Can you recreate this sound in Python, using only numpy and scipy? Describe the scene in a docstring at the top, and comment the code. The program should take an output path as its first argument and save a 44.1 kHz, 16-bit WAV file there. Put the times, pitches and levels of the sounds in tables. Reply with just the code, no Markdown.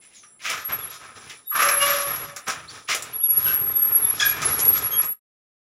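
"""At a garden entrance, a folding steel gate is unlatched, jerked loose and pushed open.
Slats clash and scrape as showers of tiny contacts through steel resonances; rollers rumble the same way.
Clicks are noise bursts; bars, the groaning frame, squeaking pivots and squealing rollers are wavering tones.
Behind it, insects are narrow noise bands, birds are gliding tones and the air is soft noise.
Everything fades out at the end."""
import sys
import numpy as np
from scipy import signal
from scipy.fft import rfft, irfft
from scipy.io import wavfile
from scipy.ndimage import uniform_filter1d, map_coordinates

SR = 44100
rng = np.random.default_rng(int(sys.argv[2]) if len(sys.argv) > 2 else 0)


def persist_wave(psi):
    """Save psi, clipped to +-1, as 16-bit WAV."""
    counts = np.round(np.clip(psi, -1, 1) * 32767).astype(np.int16)
    wavfile.write(sys.argv[1], SR, np.atleast_2d(counts).T)


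N = 255319  # length in samples
TIME = np.arange(N) / SR  # seconds

# All levels in these tables are relative: each sound is also weighted where it is mixed.
# Tone of the outdoor air. Each row: frequency in Hz, noise density in dB per Hz.
AIR_COLOUR = [(25, -8.5), (100, 4), (300, 6.5), (450, 3), (1500, -4.5), (3000, -15), (4500, -19.5),
              (12000, -30)]
# Insects. Each row: centre in Hz, width in Hz, level in dB.
INSECTS = [(7570, 41, -66), (9940, 470, -57)]
# Scrapes of the lock post and latch. Each row: start in seconds, length in seconds,
# rise time in seconds, level in dB.
LATCH_STROKES = [(0.0, 0.05, 0.025, -55.5), (0.086, 0.085, 0.04, -57), (0.387, .05, .02, -46),
                 (0.428, 0.087, 0.047, -26), (1.258, .02, .01, -46.5), (1.288, 0.021, .018, -37.5),
                 (2.87, 0.054, 0.04, -22.5), (3.022, 0.097, .02, -54)]
# Tone of the latch scrape. Each row: frequency in Hz, density in dB per Hz.
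LATCH_COLOUR = [(200, -35), (700, -25), (1100, -20), (1700, -3), (2400, 4.5), (3300, -3.5), (4500, -8),
                (6500, -8), (9000, -23.5)]
# The stuck gate juddering free. Each row: start in seconds, length in seconds, level in dB,
# sag in dB per second.
JUDDERS = [(1.511, 0.027, -34, -1), (1.545, .2, -23, 46)]
# Resonances of the judder. Each row: centre in Hz, width in Hz, level in dB.
JUDDER_MODES = [(1196, 86, 0), (1258, 46, 2), (1514, 81, -5.5), (1740, 110, -13.5)]
# Tugs on the stuck gate. Each row: start in seconds, length in seconds, rubbing level in dB,
# sag in dB per second, hiss level in dB, rumble level in dB.
TUGS = [(0.0, 0.11, -67.5, 30, -60, -88), (0.125, 0.044, -85, 3, -50, -88),
        (0.396, 0.072, -50, -120, -46.5, -77), (0.479, 0.091, -31, 90, -29.5, -53),
        (0.672, 0.23, -31.5, 70, -38.5, -49.5), (0.883, 0.075, -44.5, 30, -40.5, -68),
        (0.988, .11, -42.5, 38, -49, -61), (1.14, 0.19, -48, 20.5, -48, -58.5),
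        (1.536, 0.28, -24, 43, -29, -52), (1.797, 0.19, -29, 12, -28, -51.5),
        (2.047, 0.24, -34, 31, -39, -48), (2.459, 0.02, -26.5, 61.5, -30, -52),
        (2.52, 0.12, -44.5, 54, -53, -51), (2.678, 0.1, -45.5, 21.5, -43, -57.5),
        (2.876, 0.051, -31, 45.5, -26, -63), (3.004, 0.15, -41.5, 49, -46.5, -51.5)]
# The long slide open. Each row: time in seconds, rubbing level in dB, hiss level in dB, rumble level in dB.
SLIDE = [(3.2, -60, -99, -67), (3.248, -59, -65.5, -58.5), (3.494, -42.5, -45, -45),
         (3.6, -50.5, -60.5, -49), (4.13, -47.5, -55, -47), (4.22, -42, -35, -47), (4.274, -45, -38, -47),
         (4.38, -41, -49.5, -41.5), (4.43, -37.5, -42, -39.5), (4.708, -49.5, -54.5, -42),
         (4.776, -43, -43.5, -42.5), (4.938, -46.5, -57, -45.5), (5.044, -42, -51, -52.5),
         (5.12, -66, -95, -59)]
# Tone of the rubbing steel. Each row: frequency in Hz, density in dB per Hz.
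DRAG_COLOUR = [(60, -39.5), (130, -21.5), (260, -10.5), (420, -4), (560, -9), (780, 1.5), (980, -3.5),
               (1270, -0.5), (1600, -0.5), (2500, -2), (3500, -10.5), (5000, -28.5), (9000, -39)]
# Tone of the bright metal hiss. Each row: frequency in Hz, density in dB per Hz.
HISS_COLOUR = [(2000, -25), (3500, 2.5), (4500, -3.5), (5600, 4), (6400, -5.5), (7300, -1), (8200, -20.5),
               (9500, -7.5), (13000, -26), (15500, -20.5)]
# Resonances of the steel slats. Each row: centre in Hz, width in Hz, level in dB.
SLAT_MODES = [(464.4, 130, -9.5), (680, 150, -12), (950, 170, -13.5), (1188.7, 30, 14), (1274, 69, 14),
              (1447, 35, 5), (1740, 100, -3.5), (1920, 73, -2), (2260, 55, -4.5), (2640, 56, -9),
              (2550, 30, -5), (3277, 90, -10.5)]
# Rollers dropping over bumps in the track. Each row: start in seconds, thud level in dB,
# rail knock level in dB.
BUMPS = [(0.695, -47, -38), (2.478, -58, -37), (2.89, -61, -39), (2.98, -49, -46), (3.37, -39, -47),
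         (3.45, -44, -52), (3.525, -36.5, -48), (3.61, -40, -47), (3.89, -47, -47), (4.04, -44, -45.5),
         (4.31, -44, -48), (4.45, -35, -34), (4.5, -35, -46.5), (4.656, -35.5, -43), (4.825, -41, -45),
         (5.03, -52, -42.5)]
# Tone of the rolling rumble. Each row: frequency in Hz, density in dB per Hz.
ROLL_COLOUR = [(25, -33.5), (45, -12.5), (85, 3), (140, 5), (210, -7.5), (400, -4), (900, -33.5)]
# Resonances of the hollow bottom rail. Each row: centre in Hz, width in Hz, level in dB.
RAIL_MODES = [(252, 68, -1), (420, 86, -2.5), (803, 300, -3)]
# A thin falling bird call. Each row: time in seconds, pitch in Hz, level in dB.
BIRD_CALL = [(0.15, 7300, -62), (0.175, 6600, -56), (0.22, 6010, -59), (0.26, 5740, -58.5),
             (0.31, 5870, -82)]
# Bird notes. Each row: start in seconds, length in seconds, top pitch in Hz,
# fall at the ends of a full arch in Hz, level in dB, share of the arch that is sung (0 to 1).
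CHIRPS = [(0.795, .045, 3550, 400, -51, 1), (0.868, .03, 3850, 1000, -52, .5),
          (0.905, .04, 3700, 700, -53, 1), (2.675, .05, 4600, 1300, -52, 1),
          (3.125, .04, 3600, 900, -53, .6), (3.205, .075, 3700, 950, -52, 1)]
# Slats clashing. Each row: start in seconds, level in dB, time constant of the chatter in seconds,
# treble level in dB on top of the first level.
CLASHES = [(0.232, -31.5, 0.017, -15), (0.45, -19.5, 0.058, 7), (0.496, -12.5, 0.024, -4),
           (0.532, -14.5, 0.023, -4), (0.575, -14.5, 0.017, -6), (0.691, -21, 0.025, -25),
           (1.296, -37.5, 0.042, 24.5), (1.518, -28, 0.061, -18.5), (1.554, -28, 0.04, -19),
           (1.593, -7, 0.1, -7), (1.621, -10, 0.041, 10), (1.687, -5.5, 0.019, 10),
           (1.823, -12, 0.026, 1.5), (1.865, -10.5, 0.1, -4), (2.365, -21.5, 0.023, 13.5),
           (2.48, -18, 0.025, -14), (2.498, -11.5, 0.018, 14), (2.887, -8.5, 0.0086, -7),
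           (2.912, -10, 0.015, 3), (2.939, -27, 0.016, 14.5), (4.204, -8, 0.019, 10.5),
           (4.425, -15, 0.078, 12), (4.745, -22, 0.037, -9), (5.02, -22.5, 0.027, 14)]
# Tone of the clashing steel. Each row: frequency in Hz, density in dB per Hz.
CLASH_COLOUR = [(50, -61.5), (120, -30), (280, -13), (550, -8.5), (780, -8), (1000, -14), (1270, 7),
                (1650, 3), (2400, 2), (3300, -3), (4500, -11), (5700, -9), (7300, -13.5), (9500, -35)]
# Pivots and latch clicking. Each row: start in seconds, level in dB, pitch in Hz.
CLICKS = [(0.4998, -22, 5700), (0.9454, -43, 5570), (2.1614, -31, 5350), (2.2534, -46, 5360),
          (2.3628, -29, 6650), (2.4814, -23.5, 6040), (2.9481, -18, 6760), (3.023, -26, 7200),
          (3.3044, -34.5, 7040), (3.4032, -38, 6950), (4.4184, -22, 6100), (4.5919, -20.5, 6650),
          (4.6021, -22, 6700), (4.6526, -27.5, 6900), (4.777, -24.5, 7400), (5.024, -42.5, 5540),
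          (5.0439, -32.5, 8160)]
# Tone shaping of the clicks. Each row: frequency in Hz, gain in dB.
CLICK_COLOUR = [(100, -23.0), (600, -1.5), (2500, 0), (7200, 3), (8300, -4), (10000, 3.0), (15000, -11.0)]
# Dry rollers squealing. Each row: start in seconds, length in seconds, pitch in Hz, level in dB,
# sag in dB per second.
SQUEALS = [(0.535, 0.12, 11460, -54, 0), (0.635, 0.043, 11490, -34.5, -11), (0.702, .055, 11480, -28, 30),
           (0.771, 0.14, 11360, -33.5, 88), (0.814, 0.042, 10970, -41, 2), (1.455, 0.086, 11430, -42, -120),
           (1.532, 0.63, 11430, -32, 12), (1.54, .32, 11050, -30.5, -6.5), (1.88, 0.028, 11560, -24, 0),
           (1.923, 0.28, 10980, -31, 55), (1.957, 0.29, 11350, -37.5, 18), (2.452, .03, 11400, -49, 0),
           (3.12, 0.054, 11330, -34, 0), (3.175, .095, 11320, -27.5, -30), (3.268, 0.34, 11350, -20, 37),
           (3.41, 0.56, 11490, -25.5, -2), (3.917, .05, 11310, -22, 0.5), (3.996, .11, 11270, -23.5, -25),
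           (4.243, 0.052, 11380, -20.5, -3.5), (4.436, 0.024, 10980, -21.5, -4.5),
           (4.492, 0.042, 11330, -22, 4), (4.56, 0.038, 11050, -26.5, 0), (4.6, 0.097, 11390, -27, -40),
           (4.647, .14, 11480, -22, 42), (4.812, 0.06, 11320, -27.5, 0), (4.886, 0.053, 11440, -29.5, 0),
           (4.936, 0.08, 11320, -27, 4), (5.026, 0.086, 11450, -33, -39.5)]
# Tone of the rasp that shakes the squeals. Each row: frequency in Hz, density in dB per Hz.
RASP_COLOUR = [(100, 3.0), (250, 7), (600, -10), (1500, -17.5), (3000, -40.5), (6000, -66.5)]
# Brief squeaks of the pivots. Each row: start in seconds, length in seconds, pitch in Hz, level in dB,
# level of the octave above in dB.
SQUEAKS = [(1.44, 0.061, 3710, -56, -20), (3.7, 0.084, 3590, -48, -25), (4.01, 0.094, 3524, -45.5, -27),
           (4.902, 0.074, 3225, -34, -8.5), (5.035, 0.032, 8400, -42, -40)]
# The frame sticking and slipping. 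Each row: time in seconds, level in dB.
GROAN = [(1.6, -43), (1.65, -34), (1.752, -38.5), (1.862, -31), (2.072, -38.5), (2.144, -56), (2.328, -53),
         (2.4, -53)]
# Overtones of the groan. Each row: multiple of the pitch, level in dB, extra level at the hardest pull in dB.
GROAN_OVERTONES = [(2, -5, 9.5), (3, -6.5, 5.5), (4, -15.5, 19.5), (5, -14.5, 24), (6, -19.5, 10.5)]
# Ringing tones of two lattice bars. Each row: pitch in Hz, level in dB, time to fall by 60 dB in seconds.
SHORT_BAR_MODES = [(1510, -3, .25), (1565, -1, .28), (2630, -10, .25), (2930, -6, .25), (3100, -6, .22)]
LONG_BAR_MODES = [(1665, 0, .3), (2395, -7, .45), (3340, -4, .28), (5040, -8, .28), (5900, -14, .25),
                  (6670, -7, .2)]
# The level over time, ending in the fade. Each row: time in seconds, gain in dB.
FADE = [(5.07, 2), (5.13, 2), (5.16, -12), (5.19, -18.5), (5.21, -93)]


def undb(db):
    """Turn decibels into gain."""
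    return 10 ** (np.asarray(db) / 20)


def unit(x):
    """Scale to an rms of 1."""
    return x / np.sqrt(np.mean(x ** 2) + 1e-18)


def curves(table):
    """Join the rows of a table by straight lines in time, one curve for each further column."""
    s, *columns = np.transpose(table)
    return [np.interp(TIME, s, column) for column in columns]


def during(table):
    """A switch that is 1 while a table lasts, with edges softened over 10 ms."""
    first, last = table[0][0], table[-1][0]
    return uniform_filter1d(1. * ((TIME >= first) & (TIME <= last)), SR // 100)


def walk(rate, size=N):
    """Smooth random wandering at rms 1, through `rate` random points a second."""
    knots = rng.standard_normal(8192)
    return unit(map_coordinates(knots, [TIME[:size] * rate], order=2, mode="wrap"))


def colour(x, points):
    """Filter by a (Hz, dB) spectrum without looking ahead, keeping the power of white noise."""
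    size = 4096
    hz, db = np.transpose(points)
    grid = np.linspace(1, SR / 2, size // 2 + 1)
    gain = unit(undb(np.interp(np.log(grid), np.log(hz), db)))
    # Folding the cepstrum puts the filter's energy as early as possible.
    fold = np.r_[1, np.full(size // 2 - 1, 2), np.zeros(size // 2)]
    cepstrum = irfft(np.log(gain)) * fold
    return signal.oaconvolve(x, irfft(np.exp(rfft(cepstrum))))[:len(x)]


def band(x, hz, width):
    """One resonance; a narrower one rings longer."""
    return signal.lfilter(*signal.iirpeak(hz, hz / width, fs=SR), x)


def decay(t60):
    """One second of dying away, falling 60 dB in t60 seconds."""
    return np.exp(-np.log(1000) * TIME[:SR] / t60)


def envelope(length, attack, release, sag=0):
    """One second of level: rise, hold sagging by so many dB a second, and 60 dB release (times in s)."""
    t = TIME[:SR]
    rise = np.sin(np.pi / 2 * np.minimum(t / max(attack, 1 / SR), 1)) ** 2
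    hold = undb(-sag * np.minimum(t, length))
    fall = np.exp(-np.log(1000) * np.maximum(t - length, 0) / release)
    return rise * hold * fall


def tail(x, t60, damping):
    """A dense, diffuse ring; above 3500 Hz it dies `damping` times as fast."""
    noise = rng.standard_normal(SR)
    low = signal.sosfilt(signal.butter(2, 3500, fs=SR, output="sos"), noise)
    high = signal.sosfilt(signal.butter(2, 3500, "high", fs=SR, output="sos"), noise)
    ring = low * decay(t60) + high * decay(t60 / damping)
    return signal.fftconvolve(x, unit(ring) / np.sqrt(SR))[:N]


def contacts(rate, spread_db):
    """Tiny metal contacts of uneven size at random moments, about `rate` a second, at rms 1."""
    size = undb(spread_db * np.minimum(rng.exponential(size=N), 3))
    hits = rng.random(N) < rate / SR
    return unit(hits * size * rng.choice([-1, 1], N))


def add(track, s, sound):
    """Mix a sound in at a time in seconds."""
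    start = max(int(s * SR), 0)
    track[start:start + len(sound)] += sound[:N - start]


def garden():
    """Insects shrill as narrow, flickering noise bands over slowly swelling outdoor air."""
    out = undb(-69 + 0.9 * walk(1.9)) * colour(rng.standard_normal(N), AIR_COLOUR)
    for hz, width, db in INSECTS:
        shrill = unit(band(band(rng.standard_normal(N), hz, width), hz, width))
        out += shrill * undb(db + 2.3 * walk(32))
    return out


def rubbing():
    """The latch scrapes along its post, and the stuck gate judders in the rails as it comes free."""
    stroke, judder = np.zeros((2, N))
    for s, length, rise, db in LATCH_STROKES:
        add(stroke, s, undb(db) * envelope(length, rise, release=0.17))
    for s, length, db, sag in JUDDERS:
        add(judder, s, undb(db) * envelope(length, attack=.008, release=0.13, sag=sag))
    latch = undb(-5.5) * colour(contacts(rate=2700, spread_db=-3.0) * stroke, LATCH_COLOUR)
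    slips = contacts(rate=900, spread_db=0.5)
    rails = np.zeros(N)
    for k, (hz, width, db) in enumerate(JUDDER_MODES):
        rails += (-1) ** k * undb(db) * band(slips, hz, width)
    steel = latch + undb(-3.5) * unit(rails) * judder
    return steel + undb(-6) * tail(steel, t60=0.14, damping=6.1)


def motion():
    """How strongly the gate rubs, hisses and rumbles: first tugs, then one long slide, added as power."""
    attack, release = 0.029, 0.41  # seconds
    rub, hiss, roll = np.zeros((3, N))
    for s, length, rub_db, sag, hiss_db, roll_db in TUGS:
        tug = envelope(length, attack, release, sag)
        # The heavy frame settles more slowly than the slats.
        heavy_tug = envelope(length, attack, release, sag * .5)
        add(rub, s, (undb(rub_db) * tug) ** 2)
        add(hiss, s, (undb(hiss_db) * tug) ** 2)
        add(roll, s, (undb(roll_db) * heavy_tug) ** 2)
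    weights = undb([6.5, 9, -2])[:, None]  # rubbing, hiss and rumble of the slide
    slide = during(SLIDE) * undb(curves(SLIDE)) * weights
    return np.sqrt(np.array([rub, hiss, roll]) + slide ** 2)


def slat_ring(x):
    """The resonances of the folded steel strips, keeping the power of white noise."""
    click = signal.unit_impulse(SR // 2)
    ring = np.zeros(SR // 2)
    for k, (hz, width, db) in enumerate(SLAT_MODES):
        ring += (-1) ** k * undb(db) * band(click, hz, width)
    return signal.fftconvolve(x, ring / np.linalg.norm(ring))[:N]


def drag(rub, hiss):
    """Rusty slats and pins rub in uneven slips; the sheets ring on."""
    grip = undb(1.4 * walk(40))
    slips = contacts(rate=1500, spread_db=2.5) * rub * grip
    grit = contacts(rate=2800, spread_db=-1.0) * hiss * grip
    steel = undb(-5.5) * colour(slips, DRAG_COLOUR)
    steel += undb(-8) * slat_ring(slips)
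    steel += undb(-4.0) * colour(grit, HISS_COLOUR)
    return steel + undb(-1.5) * tail(steel, t60=0.039, damping=1.23)


def rail_ring(x):
    """The resonances of the hollow bottom rail, at rms 1."""
    return unit(sum(undb(db) * band(x, hz, width) for hz, width, db in RAIL_MODES))


def rumble(roll):
    """The rollers bump over the track, shake the whole gate and knock in the hollow rail."""
    attack = 0.0054  # seconds; the release starts as the rise ends
    thuds, blows = np.zeros((2, N))
    for s, thud_db, knock_db in BUMPS:
        add(thuds, s, undb(thud_db) * envelope(attack, attack, release=0.14))
        add(blows, s, undb(knock_db) * envelope(attack, attack, release=0.25))
    rolling = colour(contacts(rate=500, spread_db=1.0), ROLL_COLOUR)
    shake = undb(-0.5) * rolling * np.hypot(roll, thuds)
    joints = tail(rail_ring(np.abs(contacts(rate=70, spread_db=4))), t60=0.099, damping=1.7)
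    knocks = undb(-2) * joints * roll
    knocks += undb(-2) * rail_ring(contacts(rate=1500, spread_db=0.5)) * blows
    return (shake + knocks) * undb(1.0 * walk(24))


def birds():
    """Arched notes and one falling call glide in pitch, scattered by the leaves."""
    hz, call_db = curves(BIRD_CALL)
    phase = 2 * np.pi * np.cumsum(hz * (1 + 0.018 * walk(751))) / SR
    song = during(BIRD_CALL) * undb(call_db) * np.sin(phase)
    for s, length, top_hz, fall_hz, db, share in CHIRPS:
        along = np.linspace(-1, 1, int(length * SR))
        arch = share * (along + 1) - 1  # a share below 1 stops before the arch is complete
        phase = 2 * np.pi * np.cumsum(top_hz - fall_hz * arch ** 2) / SR
        add(song, s, undb(db) * np.sqrt(1 - along ** 4) * np.sin(phase))
    song *= undb(3 * walk(90))
    return undb(5) * song + undb(3.5) * tail(song, t60=0.3, damping=1.2)


def clashes():
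    """Each blow sets the loose slats chattering against their neighbours."""
    force, edge = np.zeros((2, N))  # power of the body and of the treble
    for s, db, length, treble_db in CLASHES:
        power = undb(2 * db) * np.exp(-2 * TIME[:SR] / length)
        add(force, s, power)
        add(edge, s, power * undb(2 * treble_db))
    chatter = contacts(rate=3000, spread_db=1.5)
    blows = chatter * np.sqrt(force)
    steel = undb(-17.5) * colour(blows, CLASH_COLOUR)
    steel += undb(-27.5) * slat_ring(blows)
    steel += undb(-30.0) * colour(chatter * np.sqrt(edge), HISS_COLOUR)
    return steel + undb(-5.5) * tail(steel, t60=0.44, damping=1.9)


def clicks():
    """Pins snap across the play in their holes: a crack with a brief bright ring."""
    out = np.zeros(N)
    for s, db, hz in CLICKS:
        crack = rng.standard_normal(SR) * (decay(0.012) + undb(3.0) * decay(0.051))
        ring = band(crack, hz, width=830)
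        add(out, s, undb(db) * (undb(-9.5) * ring + undb(-12.5) * crack))
    out = colour(out, CLICK_COLOUR)
    return out + undb(2.5) * tail(out, t60=0.4, damping=2.1)


def rollers():
    """Dry rollers catch and sing on high modes that drift and tremble; rust rasps around each tone."""
    tone = np.zeros(N)
    for s, length, hz, db, sag in SQUEALS:
        pitch = hz + 14 * walk(14, size=SR) + 24 * walk(170, size=SR)  # slow drift and fast waver in Hz
        flutter_db = 3.5 * walk(90, size=SR)
        swell = envelope(length, attack=.036, release=.12, sag=sag) * undb(db + flutter_db)
        add(tone, s, swell * np.sin(2 * np.pi * np.cumsum(pitch) / SR))
    rasp = colour(rng.standard_normal(N), RASP_COLOUR)
    tone *= 1 + undb(-13.5) * rasp
    return undb(5.0) * tone + undb(-7.0) * tail(tone, t60=.35, damping=0.94)


def squeaks():
    """A dry pivot turns and sings for a moment, a trembling tone with its octave."""
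    out = np.zeros(N)
    for s, length, hz, db, octave_db in SQUEAKS:
        swell = np.hanning(int(length * SR))
        pitch = hz * (1 + 0.0056 * walk(300, size=len(swell)))
        phase = 2 * np.pi * np.cumsum(pitch) / SR
        tone = np.sin(phase) + undb(octave_db) * np.sin(2 * phase)
        add(out, s, undb(db) * swell * tone)
    return out + undb(2.5) * tail(out, t60=0.13, damping=2.8)


def groan():
    """Stick and slip in the frame: a rough tone whose overtones flare as it is forced."""
    level_db, = curves(GROAN)
    pull = np.zeros(N)
    add(pull, 1.8, envelope(length=0.022, attack=0.0088, release=0.4))  # the hardest pull
    pitch = 569 * (1 + 0.0044 * walk(120))  # Hz
    phase = 2 * np.pi * np.cumsum(pitch) / SR
    tone = undb(-1.5 + 2.64 * walk(54)) * np.sin(phase)
    for multiple, partial_db, flare_db in GROAN_OVERTONES:
        overtone_db = partial_db + flare_db * pull + 3.4 * walk(55)
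        tone += undb(overtone_db) * np.sin(multiple * phase)
    tone *= during(GROAN) * undb(level_db)
    return tone + undb(-11.0) * tail(tone, t60=.3, damping=2.1)


def bar(s, modes, db, rub_s, buzz_hz):
    """A lattice bar is caught and rubbed briefly; it buzzes in its loose rivets as it rings."""
    t = TIME[:SR]
    rub = (1 - np.exp(-t / rub_s)) ** 2
    out = np.zeros(N)
    for hz, mode_db, t60 in modes:
        # Higher tones waver more; buzz_hz is the spread of the pitch at 1000 Hz.
        pitch = hz + buzz_hz * np.sqrt(hz / 1000) * walk(350, size=SR)
        phase = 2 * np.pi * np.cumsum(pitch) / SR
        level = undb(db + mode_db + 5.6 * walk(160, size=SR))
        add(out, s, level * rub * decay(t60) * np.sin(phase))
    return out + undb(1) * tail(out, t60=0.23, damping=1.6)


def scene():
    """The gate in front of the garden."""
    bars = bar(4.197, LONG_BAR_MODES, db=-19, rub_s=.003, buzz_hz=25.8)
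    bars += bar(3.45, SHORT_BAR_MODES, db=-30, rub_s=0.0089, buzz_hz=24.26)
    rub, hiss, roll = motion()
    gate = clashes() + drag(rub, hiss) + rubbing() + rumble(roll)
    gate += clicks() + bars + groan() + squeaks() + rollers()
    return (gate + garden() + birds())[None]


def record(dry):
    """Fade the sound out and cut everything above 15800 Hz."""
    fade_db, = curves(FADE)
    low_pass = signal.ellip(10, .2, 80, 15800, fs=SR, output="sos")
    return signal.sosfilt(low_pass, dry * undb(fade_db))


dry = scene()
out = record(dry)
persist_wave(out)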